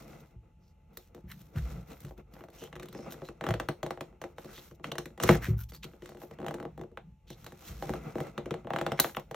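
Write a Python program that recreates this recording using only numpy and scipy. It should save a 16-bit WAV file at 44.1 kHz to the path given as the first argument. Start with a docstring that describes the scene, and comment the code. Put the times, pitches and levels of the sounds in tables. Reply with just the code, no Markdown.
"""Fingernails pick at a sticker on a hollow cardboard box, on a table close below a two-port microphone.
Each slip or knock sends a chirping pulse and crackle through the card and rings the box's modes.
Skin hisses over the card, drives box and table, scrapes briefly and looses woody ticks; pushes and
drops of the box make the table top boom. Reflections and a short room tail answer.
Behind lie faint air noise and one thin steady tone."""
import sys
import numpy as np
from scipy import signal
from scipy.fft import rfft, irfft, next_fast_len
from scipy.io import wavfile
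from scipy.ndimage import uniform_filter1d, map_coordinates

SR = 44100
rng = np.random.default_rng(int(sys.argv[2]) if len(sys.argv) > 2 else 0)


def bounce(signal):
    """Save signal as a 16-bit WAV file at the path given by the first command-line argument."""
    frames = np.transpose(np.atleast_2d(signal))
    limited = np.clip(frames, -1, 1)
    pcm = np.round(limited * 32767).astype(np.int16)
    wavfile.write(sys.argv[1], SR, pcm)


N = 412335

# nail slips on the card and knocks of the box: (time [s], snap reference level [dB], then relative to it:
# knock of the box [dB], upper ring of the box [dB], brightness [dB])
NAIL_SLIPS_AND_KNOCKS = [(0.9713, -39, -10.5, -19, -5), (1.147, -46.5, 2.5, -8, -12.5),
                         (1.164, -59, 6, -1, -25), (1.178, -57, 9.5, 0, -25), (1.3149, -38, -30, -29, -11),
                         (1.392, -60, -11, -13, -6), (1.415, -57, -6, -19, -4), (1.5601, -43, -8, -10, -21),
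                         (1.5837, -45, -7, -7, -25), (1.915, -47.5, -2, -10, -12),
                         (2.0036, -50.5, -14, -23, -5), (2.0486, -41, -3.5, -17, -12.5),
                         (2.1087, -53.5, 7.5, 7.5, -20), (2.1778, -57.5, 12, -4, -7.5),
                         (2.3374, -47, -17, -17, -10), (2.354, -51, -5, 0, -25),
                         (2.3652, -46, -13, -6, -25), (2.392, -55, -8, 0, -22), (2.418, -53, -9, -2, -27),
                         (2.4071, -44.5, 2.5, -3, -26), (2.438, -45, -2, 0, -16), (2.485, -49, 1, -1, -18),
                         (2.501, -55.5, -3, -10, -8.5), (2.55, -56, -11, -19, -8),
                         (2.6196, -46, 8, -2, -13), (2.6369, -40, -3, -12, -10),
                         (2.675, -49.5, -5, -5, -18), (2.7275, -34, -12, -10.5, -25),
                         (2.7546, -35.5, -4.5, -12, -19), (2.7628, -39.5, -6, -6, -18),
                         (2.797, -32.5, -9, -13, -18.5), (2.824, -39, -6, -15, -17),
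                         (2.830, -35, -6, -18, -15.5), (2.8566, -42, -18, -12, -13),
                         (2.8853, -39.5, -6, -23, -13.5), (2.9273, -46, 0, -11, -8),
                         (2.9485, -38.5, 5, -4, -19), (2.9895, -43, 9, 0, -19),
                         (3.0631, -45.5, 4.5, 0, -30), (3.122, -37.5, -9, -10, -8),
                         (3.141, -38.5, -3, -12, -25), (3.2185, -44, 11.5, 2.5, -20),
                         (3.2872, -35.5, -1.5, -8, -20), (3.4099, -29, -3, -3.5, -25),
                         (3.4394, -27, -6, -7.5, -21), (3.466, -22.5, -7, -8.5, -22.5),
                         (3.488, -25.5, -7, -3, -17), (3.5067, -22, -14, -6.5, -21.5),
                         (3.5392, -22.5, -6, -7.5, -21.5), (3.5987, -21, -8, -8.5, -19.5),
                         (3.687, -21, -6.5, -6, -17.5), (3.83, -27, -1.5, -3, -16),
                         (3.8629, -32.5, -1.5, -1, -16), (3.9066, -26, -9.5, -4.5, -19.5),
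                         (3.974, -42, -2, 1, -26), (4.0082, -29, -4, -4, -16), (4.127, -60, 7, 4, -36),
                         (4.2157, -31, -9, -8, -18.5), (4.239, -31, -4.5, -5, -22),
                         (4.3826, -33.5, -11, -4, -21), (4.4452, -46.5, 10.5, -4, -10.5),
                         (4.578, -34.5, -12, -16, -22), (4.7116, -45.5, -0.5, -12, -17),
                         (4.797, -57.5, 14, 5, -23), (4.8428, -22.5, -17.5, -17.5, -25.5),
                         (4.9178, -26.5, -7.5, -9, -23), (4.954, -32, -10, -4, -21),
                         (4.9821, -19.5, -11.5, -17, -15.5), (5.0566, -33, -6.5, -18, -14),
                         (5.104, -52.5, 3, -13, -25), (5.1766, -38.5, -4, -7, -18.5),
                         (5.2003, -23, -21, -12.5, -19), (5.235, -15.5, -8.5, -14, -11.5),
                         (5.2905, -5, -7, -7.5, -23.5), (5.698, -54, -18, -14, -4),
                         (5.7202, -40, -8.5, -13, -16), (5.7466, -45, -13.5, -18, -6.5),
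                         (5.8415, -35, -5, -14, -12), (5.9346, -47.5, -2, -11.5, -28.5),
                         (6.0215, -40.5, 1.5, -8.5, -19), (6.058, -37, -11, -27, -17),
                         (6.0908, -43, -2, -5, -11), (6.119, -51, 2, 1, -16), (6.1476, -51, 9, 4, -14),
                         (6.1702, -47.5, 2, -6, -15), (6.217, -46.5, 1, 3, -25), (6.2338, -49, 9, 5, -20),
                         (6.3105, -39, -1, -7, -20.5), (6.387, -40.5, 3.5, -3.5, -26),
                         (6.4016, -47, 8, 3, -16), (6.4158, -45, 7, 4, -20), (6.4285, -43, 11, 1, -24),
                         (6.445, -40.5, -3, 4, -21), (6.464, -29.5, -5, -1.5, -21),
                         (6.4825, -25.5, -8, -11, -20), (6.5087, -35, -0.5, 0, -17.5),
                         (6.541, -26.5, -4, -11, -20), (6.5837, -43, 0, -2, -30), (6.6003, -38, 4, -1, -20),
                         (6.6272, -42, 5, 4, -18), (6.6519, -40, 8.5, 4, -23.5),
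                         (6.777, -47.5, 7, 4, -13.5), (6.794, -45.5, 8.5, -11, -23),
                         (6.8125, -41.5, 4.5, -1.5, -17.5), (6.836, -49.5, 11.5, 2.5, -19),
                         (6.9153, -63.5, 15, -2, -15), (6.9732, -30, -13.5, -9, -31.5),
                         (7.3027, -39.5, -1, -8.5, -10.5), (7.4434, -45.5, -18, -13, -8.5),
                         (7.4639, -32.5, -14, -10.5, -14.5), (7.5212, -44, 4.5, -2.5, -14),
                         (7.8239, -35, 2, 3, -14), (7.893, -32, 5.5, 3.5, -16.5),
                         (7.9364, -32, -1.5, -1, -16), (8.1549, -41.5, 13, 8.5, -16),
                         (8.1827, -34.5, 2, 0.5, -21), (8.2032, -32, 7.5, 3, -16),
                         (8.268, -41, -8, -5, -17), (8.378, -24.5, -4.5, -12, -23),
                         (8.4579, -32.5, 3.5, -11, -22.5), (8.5081, -21.5, -6.5, -12.5, -26),
                         (8.5406, -31, -2.5, -3.5, -22), (8.6467, -49.5, 13.5, 5, -34),
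                         (8.6709, -40.5, -3, 5, -27), (8.7047, -28.5, -2.5, 1.5, -31),
                         (8.735, -22.5, -10, -4.5, -27), (8.7613, -22, -8, -4.5, -24),
                         (8.7862, -22, -10, -8.5, -23.5), (8.8125, -23, -8.5, -3.5, -21),
                         (8.8644, -20.5, -10, -5, -21), (8.9186, -20.5, -8, -7, -21.5),
                         (8.9914, -18, -12.5, -11.5, -25), (8.9987, -14, -13.5, -14.5, -4.5),
                         (9.0444, -19.5, -12.5, -8, -23), (9.0946, -37, -15, -15, -22),
                         (9.1477, -29, -24, -25, -24), (9.1681, -19.5, -12.5, -7.5, -27),
                         (9.1962, -40.5, -7.5, -5.5, -11), (9.3114, -35.5, -5, 2, -15),
                         (9.3444, -30.5, -14, -4, -18.5)]
# modes of the hollow box and of the table top: (frequency [Hz], level [dB], 60 dB decay time [s])
BOX_MODES = [(149, 5.5, 0.1), (223, 3, 0.077), (305.7, 0, 0.082), (355, 0.5, 0.16), (455.3, 0.5, 0.072),
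             (549.6, -1.5, 0.08), (669.2, -3.5, 0.077), (794, -4.5, 0.09), (937, -14, 0.022),
             (1147, -11, 0.043), (1302, -10.5, 0.02), (1483, -25.5, 0.08), (2000, -16.5, 0.025),
             (2750, -22, 0.022)]
TABLE_MODES = [(52.96, 0.5, 0.74), (64.14, 1.5, .55), (112.3, -1.5, 0.38), (147, 1, 0.17), (176.4, 0, 0.17),
               (201, -7, 0.1), (350.5, 0, 0.2)]
# colour of the snap, its middle and top registers, and the bending pulse: (frequency [Hz], level [dB])
SNAP_COLOUR = [(500, -37.5), (1200, 5.5), (2000, 0), (3000, -1), (4200, -11), (6000, -29.5)]
SNAP_MID_COLOUR = [(2200, -49.5), (3400, -1.5), (4200, 2.5), (5000, -1), (7000, -3.5), (9000, -1),
                   (11000, -16), (13000, -35.5)]
SNAP_TOP_COLOUR = [(8000, -38.5), (10500, 3), (13500, 1.5), (15000, -7), (16500, -14.5)]
BENDING_COLOUR = [(250, -39), (450, 5), (750, -1), (1200, -11), (2000, -18.5), (3200, -33), (5000, -42)]
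TICK_DB, RASP_DB = 13, 4  # offsets of the clean and the noisy part of the snap
THUD_DB, THUD_GROWS = -11.5, 0.82  # lowest box modes: offset, dB per dB of knock
TOP_DB, TOP_GROWS = 5, 1.7  # top treble: offset, dB per dB of brightness
PHASE_SCATTER = 0.45  # radians, from blow to blow

# ticks a second, level over the drone of the strokes [dB]
CRACKLE_RATE, CRACKLE_DB = 180, -6
# range of tick sizes [dB], lower and upper corners of their band [Hz]
CRACKLE_SPREAD_DB, CRACKLE_LOW_HZ, CRACKLE_HIGH_HZ = 16, 900, 2600

# strokes of skin over the card: (start [s], length [s], hiss [dB], fine treble over the hiss [dB],
# drone of the box [dB])
SKIN_STROKES = [(-.1, 0.49, -62.5, -5.5, -57), (1.282, 0.36, -70.5, -1, -95), (1.517, 0.43, -60, -5.5, -53),
                (1.852, 0.19, -66.5, -1.5, -57), (1.975, 0.21, -66.5, -1, -68),
                (2.163, 0.077, -77, -2, -63.5), (2.296, 0.22, -72, 1, -60), (2.498, 0.27, -62.5, -5, -58.5),
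                (2.838, 0.7, -67.5, -11, -57.5), (3.405, .24, -78, -21, -46.5),
                (4.194, 0.17, -69.5, -3, -63), (4.346, 0.43, -62, -6, -60.5), (4.494, 0.3, -62.5, -1, -85),
                (4.826, 0.11, -59, -12, -54), (5.192, 0.16, -45.5, -19.5, -42),
                (5.285, 0.12, -46, -17.5, -38), (5.399, 0.13, -54, -6, -54), (5.454, 0.12, -67, 2, -52.5),
                (5.816, 0.25, -70.5, -3, -65), (5.993, 0.23, -63.5, -11, -71),
                (6.168, 0.18, -65.5, 0.5, -76), (6.356, 0.44, -88, -15.5, -61),
                (7.315, 0.5, -66.5, -4.5, -63), (7.56, 0.41, -56.5, -5, -60.5),
                (7.812, 0.12, -56, -7, -54.5), (7.866, 0.21, -58.5, -8, -49.5), (8, 0.27, -66.5, -5, -53.5),
                (8.134, 0.25, -61, -9, -54), (8.399, 0.43, -75, -21, -59.5), (8.667, 0.48, -68, -24, -50.5),
                (8.983, 0.18, -50, -30, -50), (9.16, .3, -81.5, -5, -75)]
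RISE, FALL = 0.23, 0.7  # shares of a stroke's length spent swelling and fading
# the box resting under the hands: (time [s], drone of the box [dB], shudder of the table [dB])
HAND_PRESSURE = [(0.0, -58, -67), (0.36, -69, -58.5), (0.65, -73, -70.5), (0.95, -67.5, -61.5),
                 (1.12, -66.5, -72), (1.2, -66, -66), (1.3, -71, -57), (1.5, -64, -59.5), (1.64, -71, -51),
                 (1.78, -58, -45.5), (1.861, -66, -59.5), (2.24, -72, -59), (2.91, -59.5, -62),
                 (3.46, -64, -61), (3.64, -60.5, -55), (4.4, -66.5, -70), (5.28, -69.5, -56),
                 (5.42, -48, -61), (5.47, -82, -44), (5.58, -68, -41), (5.66, -85, -50.5),
                 (5.8, -76.5, -55.5), (5.86, -63, -59.5), (6.0, -72, -65.5), (6.22, -58, -72),
                 (6.3, -63, -66), (6.5, -57, -62), (6.72, -74, -57), (7.06, -74.5, -60),
                 (7.131, -87.5, -64), (7.2, -90, -79), (7.27, -69, -67), (7.34, -77, -63), (7.5, -74, -55),
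                 (7.73, -62, -65), (7.87, -52, -45), (8.39, -55, -53.5), (8.72, -66, -53), (8.88, -72, -41),
                 (9.11, -64, -56), (9.35, -72, -64)]
# colour of the broad hiss and of its fine treble: (frequency [Hz], level [dB])
HISS_COLOUR = [(500, -23), (1000, 1), (2000, -3), (3500, -2.5), (5000, 0.5), (7000, -5), (9500, -3.5),
               (12000, -29.5)]
FINE_COLOUR = [(7500, -48), (10000, -1), (13500, 3.5), (15000, -6), (16500, -13)]

# short scrapes of nail or skin: (start [s], length [s], level [dB], strongest frequency [Hz],
# sharpness of that pitch [ratio], fine treble over the body [dB])
SCRAPES = [(0.195, 0.027, -66, 5000, 0.85, 1), (0.594, 0.15, -76, 4960, 3.3, -9),
           (0.917, 0.097, -75, 4000, 0.67, 1), (0.981, 0.13, -71.5, 3380, 0.28, -8),
           (1.138, 0.09, -72, 546, 1.6, -8), (1.299, 0.031, -51, 1770, 1.8, -37),
           (1.266, 0.093, -59.5, 1820, 1.4, -2), (1.383, 0.044, -68, 3000, 0.64, -1),
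           (1.55, 0.052, -49.5, 1460, 2.2, -11), (1.891, 0.053, -58.5, 2480, 0.26, -9),
           (2.06, 0.041, -60, 630, 1.2, -30), (2.342, 0.086, -69, 1150, 3.1, -9),
           (2.564, 0.13, -57, 2980, 5.1, -12), (2.561, 0.11, -61, 6000, 2.2, -6),
           (2.895, 0.19, -62, 5300, 6, -20), (3.093, 0.06, -55.5, 4570, 1, -1),
           (3.224, 0.086, -58.5, 4070, 33, -8), (4.385, 0.035, -71, 4000, 1.5, 8),
           (4.46, 0.12, -61, 1470, 2.2, -14), (4.525, 0.093, -54, 3780, 1.9, -9),
           (4.742, 0.023, -69, 4970, 0.88, -1), (4.915, 0.0082, -35.5, 3400, 2, -14),
           (5.224, 0.019, -33.5, 7200, 1.2, -18), (5.248, 0.13, -37.5, 1810, 2, -8),
           (5.408, 0.081, -42.5, 1800, 1.9, -9), (5.476, 0.042, -55.5, 1990, 3, -3),
           (5.567, 0.077, -55.5, 1450, 13, 4.5), (5.629, 0.016, -57, 4970, 0.52, 1),
           (5.683, 0.032, -59, 4530, 0.89, 0), (5.723, 0.061, -54, 4520, 14, -6),
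           (5.822, 0.037, -47, 2900, 1.2, -14), (6.324, 0.028, -63, 1950, 5, -12),
           (7.265, 0.095, -57, 3620, 1.7, -12), (7.629, 0.091, -54.5, 4400, 0.54, -3),
           (8.09, 0.05, -60, 700, 1.8, -25), (8.97, 0.022, -49, 1980, 1.3, -19),
           (9.163, 0.0077, -54, 7000, 1, 11)]
GRAIN_DB = 4  # unevenness of a scrape

# pushes and drops of the box on the table: (time [s], reference level [dB], then relative to it:
# deep boom [dB], low hum [dB], upper hum [dB], hollow ring [dB])
TABLE_BLOWS = [(0.35, -50, -2.5, 5.5, 0, -11), (1.238, -42, -6, -11, 1, -15),
               (1.553, -32.5, -11, 4, 2.5, -18), (1.566, -29.5, -2, 3, -8, -19),
               (2.042, -34.5, -12.5, -9, -8, -21), (3.485, -34, -4, 2, 6, -10),
               (3.493, -31, -20, 3.5, 1, -9), (5.235, -33.5, -5, 4, 4, -4),
               (5.293, -6, -27.5, -18, -7, -14.5), (5.483, -17, -13.5, -1.5, -8, -12.5),
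               (6.399, -41.5, -25.5, -24, 0, -8), (7.304, -43, -24, -3, -8, -11.5),
               (7.692, -40, -2.5, -0.5, 0.5, -13), (7.891, -46, -1, -19, -2, -4),
               (8.19, -49, -21, -18, 0, -8), (8.917, -34.5, -21, -23.5, -5, -8)]

# first reflections: (frequency [Hz], level [dB])
REFLECTION_COLOUR = [(100, -46.5), (300, -22.5), (600, -12), (1500, -17.5), (4000, -9), (7000, -10.5),
                     (9000, -14), (11500, -26), (13000, -10), (15500, -37)]
# fading of the room: (frequency [Hz], 60 dB decay time [s])
ROOM_DECAY = [(150, 0.34), (400, 0.13), (1000, 0.15), (2800, 0.16), (7000, 0.27), (14000, 0.29)]
# strength of the room's answer: (frequency [Hz], level [dB])
ROOM_LEVEL = [(150, -21), (500, -2), (1500, -11.5), (4000, -6.5), (9000, -11), (15000, -12.5)]
# diffuse sound at the two ports: (frequency [Hz], left-right likeness [correlation, 0 to 1])
PORT_LIKENESS = [(60, 0.99), (130, 1), (300, 0.92), (700, 0.27), (2000, 0.96), (4800, 0.17), (7500, 1),
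                 (10000, 1), (12500, 0.85), (15500, 0.85)]

# colour of the air noise: (frequency [Hz], level [dB])
AIR_COLOUR = [(15, -39.5), (28, -7.5), (45, 3), (65, -5.5), (82, -5.5), (122, -17.5), (160, -24),
              (350, -36), (700, -37.5), (1500, -54), (2300, -45.5), (2750, -40), (3300, -50), (7000, -52.5),
              (13000, -52.5), (16500, -86.5)]
AIR_DB = -59
HUM_HZ, HUM_DB = 861, -77  # the thin tone: centre pitch and middle level

# level difference of the ports: (frequency [Hz], left over right [dB])
PORT_LEAN = [(70, 0), (150, .8), (400, 2.2), (1200, .5), (4000, -1.2), (6500, 0)]
# phase difference of the ports: (frequency [Hz], lead of the left port [radians])
PORT_LEAD = [(250, 0), (900, -.2), (2000, .1), (4100, .55), (6000, .7), (7600, 1.9), (9500, 3.1),
             (11100, 3.2), (12400, 4.4), (14500, 5.9), (15500, 6.28)]
# microphone notch: (frequency [Hz], half width [Hz], depth [0 to 1])
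MIC_NOTCH = (4815, 424, 0.59)
TOP_HZ = 16600  # nothing passes above


def picking():
    """Each slip or knock sends a pulse and crackle in three registers through the card, and strikes the box."""
    times, snap_db, knock_db, ring_db, mid_db = np.transpose(NAIL_SLIPS_AND_KNOCKS)
    thud_db = THUD_DB + THUD_GROWS * knock_db
    bright_db = snap_db + 18.5
    crack = flicks(snap_db + TICK_DB, SNAP_COLOUR)
    crack += snaps(snap_db + RASP_DB, SNAP_COLOUR, t60=0.014)
    crack += snaps(bright_db + mid_db, SNAP_MID_COLOUR, t60=0.014)
    crack += snaps(bright_db + TOP_DB + TOP_GROWS * mid_db, SNAP_TOP_COLOUR, t60=0.016)
    crack += flicks(snap_db + 1.07 * ring_db + 33.5, BENDING_COLOUR)
    mode_hz = np.transpose(BOX_MODES)[0]
    blows = []
    for db, thud, knock, ring in zip(snap_db, thud_db, knock_db, ring_db):
        balance = [(170, thud + 3), (300, knock - 4), (500, knock - 4),
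                   (700, ring - 2), (1000, ring - 2), (1500, 0.5)]
        blows.append(db + along(balance, mode_hz))
    return crack + struck(BOX_MODES, times, blows, cycles=0.87, scatter_db=2.5)


def flicks(level_db, spectrum):
    """A slip or knock sends one bending pulse through the card; high pitches run ahead: a downward chirp."""
    pulses = np.zeros(N)
    pulses[(np.transpose(NAIL_SLIPS_AND_KNOCKS)[0] * SR).astype(int)] = amp(level_db)

    def card(hz):
        turns = 0.19 * np.sqrt(hz) - 0.001213 * hz  # the linear term moves the whole pulse earlier
        return amp(along(spectrum, hz)) * np.exp(-2j * np.pi * turns)
    return filtered(pulses, card)


def snaps(level_db, spectrum, t60):
    """A few milliseconds of crackle as the nail jumps off the sticker's edge or the box is knocked."""
    out, t = np.zeros(N + SR), np.arange(SR // 40) / SR
    envelope = amp(-60 * t / t60) * (1 - np.exp(-t / 0.002))
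    for start, db in zip(np.transpose(NAIL_SLIPS_AND_KNOCKS)[0], level_db):
        burst = envelope * rng.standard_normal(len(t))
        out[round(start * SR):][:len(t)] += amp(db - 20.0) * unit(burst)
    return filtered(out[:N], lambda hz: amp(along(spectrum, hz)))


def struck(modes, times, blow_db, cycles, scatter_db):
    """Every blow rings the modes at new strengths; low modes build up later, as bending waves spread.
    blow_db holds the blow's strength on each mode, one row per blow."""
    hz, level, t60 = np.transpose(modes)[:, :, None]
    out, t = np.zeros(N + SR), np.arange(int(SR * np.max(t60))) / SR
    build_up = 1 - np.exp(-(t * hz / cycles) ** 2)
    shape = amp(level - 60 * t / t60) * build_up
    for start, db in zip(times, blow_db):
        strength, detune, phase = rng.standard_normal((3, len(modes), 1))
        swing = np.sin(2 * np.pi * hz * (1 + 0.021 * detune) * t + PHASE_SCATTER * phase)
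        ringing = amp(db[:, None] + scatter_db * strength) * shape * swing
        out[round(start * SR):][:len(t)] += ringing.sum(0)
    return out[:N]


def crackle():
    """While the card is rubbed, fibres and glue let go in small, soft, woody ticks."""
    when, size, sign = rng.random((3, int(CRACKLE_RATE * N / SR)))
    heights = np.sign(sign - 0.5) * amp(CRACKLE_SPREAD_DB * size ** 2)
    ticks = np.bincount((when * N).astype(int), heights, N)

    def wood(hz):
        low_cut = hz ** 2 / (hz ** 2 + CRACKLE_LOW_HZ ** 2)
        softness = 1 / (1 + 1j * hz / CRACKLE_HIGH_HZ) ** 2
        return resonances(BOX_MODES, hz, damping=2.0) * low_cut * softness
    drone_db = np.transpose(SKIN_STROKES)[4]
    return amp(CRACKLE_DB) * stroked(drone_db) * unit(filtered(ticks, wood))


def sliding():
    """Skin drags in tiny uneven catches: they hiss; uneven rubbing also drives the box and the table."""
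    hiss_db, fine_db, drone_db = np.transpose(SKIN_STROKES)[2:]
    times, *columns = np.transpose(HAND_PRESSURE)
    rest_db, shudder_db = [np.interp(np.arange(N) / SR, times, c) for c in columns]
    catches = amp(1.5 * wobble(35) + 2.5 * wobble(320)) * grit(220, size_db=-3.0)

    def rub(response):
        return unit(diffuse(rng.standard_normal((2, N)), response))
    hiss = stroked(hiss_db) * catches * rub(lambda hz: amp(along(HISS_COLOUR, hz)))
    fine = stroked(hiss_db + fine_db) * catches * rub(lambda hz: amp(along(FINE_COLOUR, hz)))
    drone_gain = (amp(rest_db) + stroked(drone_db)) * amp(4.4 * wobble(25))
    drone = drone_gain * rub(lambda hz: resonances(BOX_MODES, hz, damping=1.3))
    # the table shudders without its highest mode
    table = rub(lambda hz: resonances(TABLE_MODES[:-1], hz, damping=1.2))
    shudder = amp(shudder_db + 3.7 * wobble(6.2)) * table
    return hiss + fine + drone + shudder


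def stroked(level_db):
    """Gain over time: every stroke swells, holds and fades."""
    out = np.zeros(N + 2 * SR)  # a second of margin lets a stroke start before zero
    for (start, length, *_), db in zip(SKIN_STROKES, level_db):
        u = np.linspace(0, 1, int(length * SR))
        ramp = np.clip(np.minimum(u / RISE, (1 - u) / FALL), 0, 1)
        out[SR + round(start * SR):][:len(u)] += amp(db) * np.sin(np.pi / 2 * ramp) ** 2
    return out[SR:][:N]


def grit(rate, size_db):
    """Gain that jumps for a few milliseconds whenever skin or nail catches on a fibre."""
    when, size = rng.random((2, int(rate * N / SR)))
    jumps = np.bincount((when * N).astype(int), amp(-size_db * np.log(1 - size)), N)
    decay = amp(-60 * np.arange(SR // 50) / SR / 0.002)
    return unit(1 + signal.fftconvolve(jumps, decay)[:N])


def resonances(modes, hz, damping):
    """Response of a body driven without pause; the damping factor scales every mode's width."""
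    total = 0
    for k, (centre_hz, db, t60) in enumerate(modes):
        width = damping * np.log(1000) / (np.pi * t60)
        loss = 1j * hz * width
        total = total + (-1) ** k * amp(db) * loss / (centre_hz ** 2 - hz * hz + loss)
    return total


def scuffing():
    """Each scrape is a burst of dense grains around its own pitch, with fine treble on top."""
    out = np.zeros(N)
    for start, length, db, centre_hz, sharp, fine_db in SCRAPES:
        n = int(length * SR)
        hz, luck = np.fft.rfftfreq(n, 1 / SR), rng.standard_normal((3, SR // 2))[:, :n]
        unevenness = unit(uniform_filter1d(luck[2], size=90))
        grains = luck[:2] * amp(GRAIN_DB * unevenness)
        detuning = sharp * (hz / centre_hz - centre_hz / (hz + 1))
        peak = 1 / (1 + detuning ** 2) + 0.18 * amp(along(HISS_COLOUR, hz))
        coloured = irfft(rfft(grains) * [peak, amp(along(FINE_COLOUR, hz))], n)
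        body, fine = (unit(v) for v in coloured)
        fade = signal.windows.tukey(n, 0.65)
        out[round(start * SR):][:n] += amp(db) * fade * (body + amp(fine_db) * fine)
    return out


def thumps():
    """The table top booms under the box; a soft, wide contact starts it gently."""
    times, peak_db, *over_db = np.transpose(TABLE_BLOWS)
    mode_hz = np.transpose(TABLE_MODES)[0]
    blows = []
    for db, boom, hum, upper, hollow in zip(peak_db, *over_db):
        balance = [(70, boom + 3), (112, hum), (146, -0.5), (175, upper), (220, upper), (340, hollow)]
        blows.append(db + along(balance, mode_hz))
    return struck(TABLE_MODES, times, blows, cycles=0.8, scatter_db=1.5)


def early(x):
    """First reflections come from the sides and reach the two ports in opposite phase."""
    decay = amp(-60 * np.arange(1600) / SR / 0.05)
    taps = unit(rng.standard_normal(1600) * decay) / 40  # unit energy in all
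    delayed = signal.fftconvolve(x, np.pad(taps, (120, 0)))[:N]
    side = filtered(delayed, lambda hz: amp(along(REFLECTION_COLOUR, hz)))
    return np.array([side, -side])


def room(x):
    """The answer's power at each frequency is fed by the sound and dies at its own speed."""
    hz, t, z = signal.stft(np.pad(x, (200, 0))[:N], SR, nperseg=256)
    keep = amp(-120 * (t[1] - t[0]) / along(ROOM_DECAY, hz))  # share of power left after one frame
    power = np.array([signal.lfilter([1 - k], [1, -k], p) for k, p in zip(keep, np.abs(z) ** 2)])
    chance = rng.standard_normal((2, *z.shape)) + 1j * rng.standard_normal((2, *z.shape))
    tail = signal.istft(chance * np.sqrt(power), SR, nperseg=256)[1][:, :N]
    return diffuse(tail, lambda hz: amp(along(ROOM_LEVEL, hz)))


def diffuse(pair, gain):
    """Two unrelated signals mixed to a left-right pair of the given likeness at the ports."""
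    def mid_side(hz):
        turn = np.arccos(np.clip(along(PORT_LIKENESS, hz), -1, 1)) / 2
        return gain(hz) * [np.cos(turn), np.sin(turn)]
    mid, side = filtered(pair, mid_side)
    return np.array([mid + side, mid - side])


def background():
    """Faint coloured air noise, and one thin tone wavering slightly in phase and level."""
    air = unit(diffuse(rng.standard_normal((2, N)), lambda hz: amp(along(AIR_COLOUR, hz))))
    phase = 2 * np.pi * (HUM_HZ * np.arange(N) / SR) + 0.29 * wobble(23)
    tone = amp(HUM_DB + 1.2 * wobble(6.1)) * np.sin([phase + 0.5, phase - 0.5])
    return amp(AIR_DB) * air + tone


def amp(db):
    """Amplitude factor of a level in dB."""
    return 10 ** (np.asarray(db) / 20)


def unit(x):
    """x scaled to an rms of one."""
    return x / np.sqrt(np.mean(x ** 2) + 1e-20)


def along(points, hz):
    """Value at hz between (frequency [Hz], value) points, on a log frequency axis."""
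    f, v = np.transpose(points)
    return np.interp(np.log(hz + 1), np.log(f + 1), v)


def wobble(rate):
    """A smooth random curve, rate knots a second."""
    knots = rng.standard_normal(int(N * rate / SR) + 4)
    return map_coordinates(knots, [np.arange(N) * rate / SR])


def filtered(x, response):
    """x passed through a complex response of frequency."""
    m = next_fast_len(N + SR // 2)
    return irfft(rfft(x, m) * response(np.fft.rfftfreq(m, 1 / SR)), m)[..., :N]


def scene():
    """Hands, box and table close to the microphone, with reflections, room and background."""
    picks = picking() + crackle()
    scuffs = grit(160, size_db=0.5) * scuffing()
    hits = picks + scuffs + thumps()
    # the room answers only the sound above about 330 Hz
    room_feed = filtered(picks + 0.5 * scuffs, lambda hz: hz ** 4 / (hz ** 4 + 330 ** 4))
    return hits + early(hits) + room(room_feed) + sliding() + background()


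def record(dry):
    """Two ports differ in phase and slightly in level; deep bass is cut, a notch and a top limit shape treble."""
    half = np.array([[0.5], [-0.5]])  # each port takes half of the difference
    notch_hz, notch_width, notch_depth = MIC_NOTCH

    def microphone(hz):
        ports = amp(half * along(PORT_LEAN, hz)) * np.exp(1j * half * along(PORT_LEAD, hz))
        bass_cut = (1j * hz / 40) ** 2 / (1 + 1.4j * hz / 40 - (hz / 40) ** 2)
        notch = 1 - notch_depth / (1 + ((hz - notch_hz) / notch_width) ** 2)
        top = np.clip((TOP_HZ - hz) / 500, 0, 1) ** 2
        return ports * bass_cut ** 2 * notch * top  # the bass cut acts twice
    return filtered(dry, microphone)


dry = scene()
out = record(dry)
bounce(out)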